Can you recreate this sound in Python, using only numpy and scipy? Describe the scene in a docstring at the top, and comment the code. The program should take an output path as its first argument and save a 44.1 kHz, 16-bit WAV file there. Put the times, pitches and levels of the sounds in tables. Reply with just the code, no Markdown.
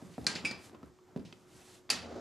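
"""In a small room, a folded metal ironing board is turned over by hand on a table, heard from close by.
Its legs clank on the frame, a latch snaps and a tube rings: noise cracks, damped sines and a noise-like mesh.
The padded board thuds, knocks and booms on the table and finally scrapes along it in noisy slips.
Cloth swishes as shaped noise, over room noise and the faint wavering sines of a fan."""
import sys
import numpy as np
from scipy import signal
from scipy.fft import rfft, irfft, next_fast_len
from scipy.io import wavfile
from scipy.ndimage import map_coordinates

SR = 44100
rng = np.random.default_rng(int(sys.argv[2]) if len(sys.argv) > 2 else 0)


def log_audio(samples):
    """Write samples as a 16-bit WAV file to the path given in sys.argv[1]."""
    # one column per channel
    frames = np.atleast_2d(samples).T
    # limit to full scale, then quantise
    limited = np.clip(frames, -1, 1)
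    pcm = np.round(limited * 32767).astype(np.int16)
    wavfile.write(sys.argv[1], SR, pcm)


N = 97108
T = np.arange(int(.8 * SR)) / SR  # time within one blow [s]

# Colours and mode levels are relative; tilt is about 1 kHz and held below 150 Hz.
# still room noise: (frequency [Hz], level [dB])
FLOOR_COLOUR = [(15, -61), (25, -29), (117, -24.5), (276, -12.5), (358, -3.5), (441, -21), (989, -21.5),
                (1160, -21), (2740, -29), (7370, -29), (12800, -48), (16600, -70.5), (22000, -120)]
FLOOR_DB = -69.5
# fan hum and whine: (frequency [Hz], level [dB], waver rate [1/s])
FAN_TONES = [(365.6, -66, 17), (11980, -91.5, 7.4)]
# low air noise, independent left and right: (frequency [Hz], level [dB])
AIR_COLOUR = [(20, -6), (40, 10), (75, -26), (130, 2), (300, -16), (1000, -58)]
AIR_DB = -72.5
# room decay: (frequency [Hz], t60 [s])
ROOM_T60 = [(100, 0.26), (500, 0.5), (3000, 0.38), (10000, 0.34)]
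ROOM_DB, ROOM_RISE_S, WALLS_T60_S = -13, 0.0048, .16
# side against middle: (frequency [Hz], level [dB])
SIDE_COLOUR = [(30, -14), (70, -8), (160, -11), (1000, -10), (2500, -11.5), (4800, -14.5), (8000, -14),
               (12000, -8)]
LEFT_DB = -0.38  # right gets the opposite
LOW_CUT_HZ, TOP_HZ = 47, 12900

# cloth under the hands: (start [s], end [s], level [dB])
SWISHES = [(-.05, 0.28, -65), (0.608, 0.685, -57), (1.286, 1.46, -72.5), (1.506, 1.79, -61)]
# cloth noise: (frequency [Hz], level [dB])
SWISH_COLOUR = [(200, 1), (700, 2.5), (2000, -0.5), (5000, -1), (8000, -2), (11000, -7.5), (12800, -10.5)]
SWISH_RISE_S, SWISH_FALL_S = 0.11, 0.069
SWISH_SWING_DB, SWISH_SWING_PER_S = 1.1, 60.6

# light touches of wire and fittings: (time [s], level [dB], tilt [dB/octave], t60 [s])
TICKS = [(.138, -62.5, 1, 0.29), (0.2443, -49, 11, 0.016), (.358, -41, 0.5, 0.21), (.696, -49, -8.5, .015),
         (.746, -59.5, -6, 0.054), (.859, -58, 19.5, 0.018), (0.987, -65, -6, 0.019),
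         (1.1618, -60.5, -4, 0.052), (1.25, -59, 4.5, 0.33), (1.3259, -46.5, -2, 0.027),
         (1.893, -44.5, -5, 0.079)]
# tick noise: (frequency [Hz], level [dB])
TICK_COLOUR = [(200, -16), (1100, -5), (2400, 4), (5000, -1.5), (9000, -18), (12800, -30.5)]

# table booming under the board's weight: (time [s], level [dB])
BOOMS = [(.185, -45), (.44, -59), (.835, -54), (1.178, -51), (1.534, -56), (1.94, -49)]
# boom noise: (frequency [Hz], level [dB])
BOOM_COLOUR = [(30, -31), (55, -7), (75, -4), (115, -9), (150, -14), (400, -46.5)]
BOOM_RISE_S, BOOM_T60_S = 0.018, 0.26

# board dragging on the table: (time [s], level [dB])
DRAG_LEVEL = [(0, -57), (.17, -64), (.3, -51.5), (.5, -51.5), (.65, -60.5), (.87, -59), (.98, -77),
              (1.1, -63), (1.3, -63), (1.46, -66), (1.58, -66), (1.87, -67.5), (2.2, -58)]
# drag rumble: (frequency [Hz], level [dB])
DRAG_COLOUR = [(25, -12.5), (50, -13.5), (90, 0.5), (170, -1.5), (300, -1), (600, -9.5), (1200, -13.5),
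               (2500, -26.5), (8000, -40)]
DRAG_SWING_DB, DRAG_SWING_PER_S = 1.3, 35
# edge scraping at the end: (time [s], level [dB])
SCRAPE_LEVEL = [(1.92, -77.5), (1.96, -62), (2.035, -52.5), (2.047, -48), (2.105, -46), (2.115, -43),
                (2.145, -44.5), (2.165, -42), (2.2, -45)]
# scrape noise: (frequency [Hz], level [dB])
SCRAPE_COLOUR = [(30, -22), (85, 4), (130, -17.5), (220, 3.5), (400, -3), (600, 0.5), (780, -2.5),
                 (1000, -13), (1400, -11.5), (2500, -26), (4000, -21.5), (7000, -27), (9000, -41),
                 (12800, -49.5)]
SLIPS_PER_S, SLIP_SCATTER_DB, SLIP_DECAY_S = 344, 2, .004
SCRAPE_GRIT = 1  # steady noise against slips, rms ratio
# resonances under the scrape: (frequency [Hz], level [dB])
SCRAPE_MODES = [(240, -8), (364, 6), (437, 6), (547, 6.5)]
SCRAPE_MODE_HALF_WIDTH_HZ = 11.3

# padded board bumping on the table: (time [s], level [dB], tilt [dB/octave])
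THUDS = [(0.024, -46, -10), (0.098, -52, -26), (0.1808, -40.5, 1), (0.212, -47, 4), (.231, -52.5, -8),
         (0.257, -46, 2.5), (.268, -44, -18), (.31, -52, -4), (.356, -45.5, 3.5), (.442, -42.5, 3),
         (0.512, -47.5, 11), (0.7318, -56.5, 3), (0.745, -58.5, 5.5), (0.8308, -49, 2.5),
         (1.1617, -35.5, -1), (1.1753, -43, -5), (1.195, -50, 4), (1.25, -57, -12), (1.325, -55.5, 3),
         (1.55, -60, -12), (1.922, -43, -13), (1.95, -46.5, -14)]
# thud noise: (frequency [Hz], level [dB])
THUD_COLOUR = [(30, -37), (70, -24), (120, -7), (190, 1.5), (280, -1), (450, -4), (650, -13.5), (1000, -24),
               (2000, -33.5), (5000, -40.5), (12000, -70.5)]
# thud decay: (frequency [Hz], t60 [s])
THUD_T60 = [(70, 0.65), (200, 0.28), (600, 0.12), (3000, .08)]
# board modes: (frequency [Hz], level [dB], t60 [s])
BOARD_MODES = [(177.4, -5, 0.13), (202.5, -5, 0.12), (243.7, 5.5, 0.064), (281, -6, 0.059), (404, -6, 0.05),
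               (560, -12, 0.034)]
THUD_DB, BOARD_DB, BOARD_LOW_CUT_HZ = -2, -0.5, 140

# hard knocks of the rim: (time [s], level [dB], pitch of the struck spot [Hz])
KNOCKS = [(0.0161, -51, 642), (.1805, -36.5, 472), (0.2453, -47, 813), (0.357, -48, 526), (.511, -39, 1883),
          (0.7306, -53, 393), (0.747, -52, 1057), (.8305, -51.5, 1313), (.988, -59, 1140),
          (1.088, -62, 770), (1.1615, -52, 520), (2.112, -41, 535)]
# knock noise: (frequency [Hz], level [dB])
KNOCK_COLOUR = [(60, -16), (200, -7), (400, 8.5), (700, 3.5), (1150, -15), (1700, -15), (2500, -38),
                (8000, -37)]
KNOCK_T60_S, SPOT_T60_S, SPOT_DB = .03, .06, -1

# crowded modes of the mesh: (frequency [Hz], level [dB])
MESH_COLOUR = [(60, -30), (170, -5), (400, -6.5), (900, -3.5), (1600, -3.5), (2600, -3.5), (3500, -2.5),
               (4500, 0), (6000, -2.5), (8000, -5), (10500, -7), (12800, -28)]
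# mesh decay: (frequency [Hz], t60 [s])
MESH_T60 = [(150, 0.67), (1000, 0.47), (3000, 0.45), (7000, 0.24), (12000, 0.093)]
MESH_DB = -9

# loose leg tube chattering: (time [s], level [dB])
TUBE_HITS = [(.4497, -32.5), (0.4532, -30), (1.1615, -65.5)]
# tube modes: (frequency [Hz], level [dB], t60 [s])
TUBE_MODES = [(1854, -19, 0.4), (2285, -12, 0.18), (2324, -2.5, 0.35), (2392, -5, .34), (2500, 3, 0.06),
              (2616, -4, 0.31), (2620, -13, .2), (3300, -18, .29), (4770, -14, 0.36), (4946, -6, 0.33),
              (5050, -10, .16), (5319, -17, .22)]
# tube crack noise: (frequency [Hz], level [dB])
TUBE_CRACK_COLOUR = [(200, -29), (1900, -24), (2450, 13), (3000, -11.5), (4200, -16), (5000, 3.5),
                     (5900, -39), (7500, -16), (10000, -16.5), (12800, -39)]
TUBE_CRACK_T60_S, TUBE_MESH_DB, TUBE_RING_DB = .075, -5, -8.5

# latch snapping against its stop: (time [s], level [dB], ring [dB])
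SNAPS = [(1.9016, -24.5, -2), (1.9084, -34.5, -7)]
# latch modes, short and bright: (frequency [Hz], level [dB], t60 [s])
LATCH_MODES = [(1312, -17.5, .15), (1868, -17.5, 0.32), (2590, -11, 0.23), (3636, -17, .22),
               (3900, -19, 0.22), (4330, -7, 0.09), (4517, -6.5, 0.046), (4710, 0, 0.078),
               (4680, 0.5, 0.044), (5240, -11, .08), (6700, -13, 0.2)]
# latch crack noise: (frequency [Hz], level [dB])
LATCH_CRACK_COLOUR = [(100, -28.5), (400, -12.5), (900, -3), (1700, -15), (2700, 6.5), (3500, -5.5),
                      (4600, 6.5), (5800, -0.5), (8000, -4), (10700, -5.5), (12800, -16.5)]
LATCH_CRACK_T60_S, LATCH_CRACK_DB = 0.058, 0.5

# legs striking the frame: (time [s], level [dB], tilt of crack and mesh [dB/octave], ring [dB])
CLANKS = [(0.2669, -26.5, -1, -0.5), (0.3147, -53, 4.5, -7.5), (.353, -43.5, -5, -8),
          (.357, -45.5, -5, -10), (.511, -43.5, -4.5, -23)]
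# frame modes: (frequency [Hz], level [dB], t60 [s])
FRAME_MODES = [(1594, -2.5, 0.19), (1949, -15, 0.2), (2170, -18, .2), (2400, -3, 0.14), (4060, -7, 0.11),
               (4160, -2, .12), (4310, -6.5, 0.12), (4590, 0, 0.19), (5000, -9.5, .22), (5450, -16, .2),
               (5900, -10, .14), (6995, -11, .15), (7165, -17, 0.54), (9600, -17, 0.31)]
# frame crack noise: (frequency [Hz], level [dB])
FRAME_CRACK_COLOUR = [(100, -31), (900, -23), (1600, -3.5), (2400, -2.5), (3300, -18.5), (4100, 9),
                      (4900, 9), (5600, -1), (7400, 2.5), (9000, -11.5), (12800, -24)]
FRAME_CRACK_T60_S, FRAME_CRACK_DB, FRAME_RING_DB = .035, 6.5, -8
CONTACT_S = 0.00019  # rise of a leg or latch blow


def amp(db):
    """Amplitude factor from decibels."""
    return 10 ** (np.asarray(db) / 20)


def unit(x):
    """Scales x to rms 1."""
    return x / np.sqrt(np.mean(x ** 2) + 1e-20)


def along(points, hz):
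    """Interpolates (frequency [Hz], value) points on a log axis."""
    f, v = np.transpose(points)
    return np.interp(np.log(hz + 1), np.log(f + 1), v)


def curve(rows):
    """One value per sample from (time [s], value) rows."""
    return np.interp(np.arange(N) / SR, *np.transpose(rows))


def wobble(knots_per_s):
    """A smooth random curve through normally distributed knots."""
    knots = rng.standard_normal(4096)
    return map_coordinates(knots, [np.arange(N) * knots_per_s / SR], mode="wrap")


def filtered(x, gain):
    """Applies a frequency-dependent gain to x."""
    n = x.shape[-1]
    m = next_fast_len(n + 8192)
    return irfft(rfft(x, m) * gain(np.fft.rfftfreq(m, 1 / SR)), m)[..., :n]


def noise(colour, size, tilt_db=0):
    """Coloured noise of rms 1, tilted per octave."""
    def gain(hz):
        octaves = np.log2(np.maximum(hz, 150) / 1000)
        return amp(along(colour, hz) + tilt_db * octaves)
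    return unit(filtered(rng.standard_normal(size), gain))


def dying(x, t60s):
    """Lets each frequency of x die at its own speed."""
    hz, t, z = signal.stft(x, SR, nperseg=256)
    decay = amp(-60 * t / along(t60s, hz)[:, None])
    return signal.istft(z * decay, SR, nperseg=256)[1][..., :x.shape[-1]]


def fade(t60_s):
    """Exponential decay, down 60 dB at t60_s."""
    return np.exp(-np.log(1000) * T / t60_s)


def ring(modes, scatter_db, rough):
    """Damped modes with scattered levels and a phase on a random walk [rad/sqrt(s)]."""
    drift = np.cumsum(rng.standard_normal((len(modes), len(T))), axis=1) / np.sqrt(SR)
    out = np.zeros(len(T))
    for (hz, db, t60_s), walk in zip(modes, drift):
        level = amp(db + scatter_db * rng.standard_normal())
        out += level * fade(t60_s) * np.sin(2 * np.pi * hz * T + rough * walk)
    return out


def add(track, s, sound):
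    """Mixes a sound in at s seconds."""
    i = max(round(s * SR), 0)
    track[i:i + len(sound)] += sound[:N - i]


def thinned(x, hz):
    """Takes away the bass below hz, third-order high-pass."""
    return signal.sosfilt(signal.butter(3, hz, "highpass", fs=SR, output="sos"), x)


def fan():
    """Room noise with fan tones whose level and phase waver."""
    t = np.arange(N) / SR
    out = amp(FLOOR_DB) * noise(FLOOR_COLOUR, N)
    for hz, db, rate in FAN_TONES:
        level = amp(db + 0.5 * wobble(rate)) * np.sqrt(2)  # sine rms to peak
        out += level * np.sin(2 * np.pi * hz * t + .5 * wobble(rate))
    return out


def cloth():
    """Sleeves and hands slide over the cover: noise under linear ramps, its level flickering."""
    t = np.arange(N) / SR
    level = np.zeros(N)
    for start, end, db in SWISHES:
        rise = np.clip((t - start) / SWISH_RISE_S + .5, 0, 1)
        fall = np.clip((end - t) / SWISH_FALL_S + .5, 0, 1)
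        level += amp(db) * rise * fall
    return level * amp(SWISH_SWING_DB * wobble(SWISH_SWING_PER_S)) * noise(SWISH_COLOUR, N)


def ticks():
    """Small fittings touch: decaying noise."""
    out = np.zeros(N)
    for s, db, tilt_db, t60_s in TICKS:
        add(out, s, amp(db) * noise(TICK_COLOUR, len(T), tilt_db) * fade(t60_s))
    return out


def booms():
    """The table swells and dies slowly in the bass."""
    out = np.zeros(N)
    swell = fade(BOOM_T60_S) * (1 - np.exp(-T / BOOM_RISE_S))
    for s, db in BOOMS:
        add(out, s, amp(db) * noise(BOOM_COLOUR, len(T)) * swell)
    return out


def dragging():
    """The board rumbles as it shifts; at the end its edge scrapes in uneven slips through resonances."""
    rumble_level = amp(curve(DRAG_LEVEL) + DRAG_SWING_DB * wobble(DRAG_SWING_PER_S))
    rumble = rumble_level * noise(DRAG_COLOUR, N)

    slips = (rng.random(N) < SLIPS_PER_S / SR) * amp(SLIP_SCATTER_DB * rng.standard_normal(N))
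    grains = signal.fftconvolve(slips, np.exp(-T / SLIP_DECAY_S))[:N] * rng.standard_normal(N)
    coloured = unit(filtered(grains, lambda hz: amp(along(SCRAPE_COLOUR, hz))))
    scrape = coloured + SCRAPE_GRIT * noise(SCRAPE_COLOUR, N)

    def resonance(hz):
        width = SCRAPE_MODE_HALF_WIDTH_HZ
        return 1 + sum(amp(db) / (1 + ((hz - f) / width) ** 2) for f, db in SCRAPE_MODES)
    return rumble + amp(curve(SCRAPE_LEVEL)) * unit(filtered(scrape, resonance))


def thuds():
    """Soft blows ring the board and shake the table."""
    out = np.zeros(N)
    for s, db, tilt_db in THUDS:
        table = amp(THUD_DB) * dying(noise(THUD_COLOUR, len(T), tilt_db), THUD_T60)
        board = amp(BOARD_DB) * ring(BOARD_MODES, scatter_db=0.0, rough=4.7)
        add(out, s, amp(db) * (table + board))
    return out


def knocks():
    """The rim meets the table with a short, dry knock; the struck spot rings briefly."""
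    out = np.zeros(N)
    for s, db, hz in KNOCKS:
        knock = noise(KNOCK_COLOUR, len(T)) * fade(KNOCK_T60_S)
        spot = amp(SPOT_DB) * np.sin(2 * np.pi * hz * T) * fade(SPOT_T60_S)
        add(out, s, amp(db) * (knock + spot))
    return out


def mesh(tilt_db=0):
    """Crowded modes of the steel mesh, shaken by leg, latch and tube: noise dying by frequency."""
    return amp(MESH_DB) * dying(noise(MESH_COLOUR, len(T), tilt_db), MESH_T60)


def tube():
    """A leg tube chatters against its stop, shakes the mesh and rings on."""
    out = np.zeros(N)
    for s, db in TUBE_HITS:
        crack = noise(TUBE_CRACK_COLOUR, len(T)) * fade(TUBE_CRACK_T60_S)
        shaken = amp(TUBE_MESH_DB) * mesh()
        tone = amp(TUBE_RING_DB) * ring(TUBE_MODES, scatter_db=2.6, rough=5.9)
        add(out, s, amp(db) * (crack + shaken + tone))
    return out


def latch():
    """The latch snaps home and bounces once: crack, mesh and a bright ring."""
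    out = np.zeros(N)
    for s, db, ring_db in SNAPS:
        crack = amp(LATCH_CRACK_DB) * noise(LATCH_CRACK_COLOUR, len(T)) * fade(LATCH_CRACK_T60_S)
        ping = amp(ring_db) * ring(LATCH_MODES, scatter_db=1.0, rough=10.4)
        add(out, s, amp(db) * (crack + mesh() + ping) * np.minimum(T / CONTACT_S, 1))
    return out


def clanks():
    """A leg hits the frame: a crack, the frame's modes and the clash of the mesh."""
    out = np.zeros(N)
    for s, db, tilt_db, ring_db in CLANKS:
        crack = amp(FRAME_CRACK_DB) * noise(FRAME_CRACK_COLOUR, len(T), tilt_db) * fade(FRAME_CRACK_T60_S)
        frame = amp(FRAME_RING_DB + ring_db) * ring(FRAME_MODES, scatter_db=0.3, rough=5.6)
        add(out, s, amp(db) * (crack + mesh(tilt_db) + frame) * np.minimum(T / CONTACT_S, 1))
    return out


def scene():
    """Everything sounds in a small room; nearby walls spread it a little between the ears."""
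    board = thinned(thuds() + knocks(), BOARD_LOW_CUT_HZ)
    dry = cloth() + ticks() + booms() + dragging() + board + tube() + latch() + clanks()

    tail = dying(rng.standard_normal(len(T)), ROOM_T60) * np.minimum(T / ROOM_RISE_S, 1)
    room = signal.fftconvolve(dry, tail / np.linalg.norm(tail))[:N]
    mid = dry + amp(ROOM_DB) * room + fan()

    walls = rng.standard_normal(len(T)) * fade(WALLS_T60_S)
    spread = signal.fftconvolve(mid, walls / np.linalg.norm(walls))[:N]
    side = filtered(spread, lambda hz: amp(along(SIDE_COLOUR, hz)))

    air = amp(AIR_DB) * noise(AIR_COLOUR, (2, N))
    return np.array([amp(LEFT_DB) * (mid + side), amp(-LEFT_DB) * (mid - side)]) + air


def record(dry):
    """The recorder cuts the deep bass and keeps nothing above its band limit."""
    # 200 Hz wide edge centred on TOP_HZ
    return filtered(thinned(dry, LOW_CUT_HZ), lambda hz: np.clip((TOP_HZ - hz) / 200 + .5, 0, 1))


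dry = scene()
out = record(dry)
log_audio(out)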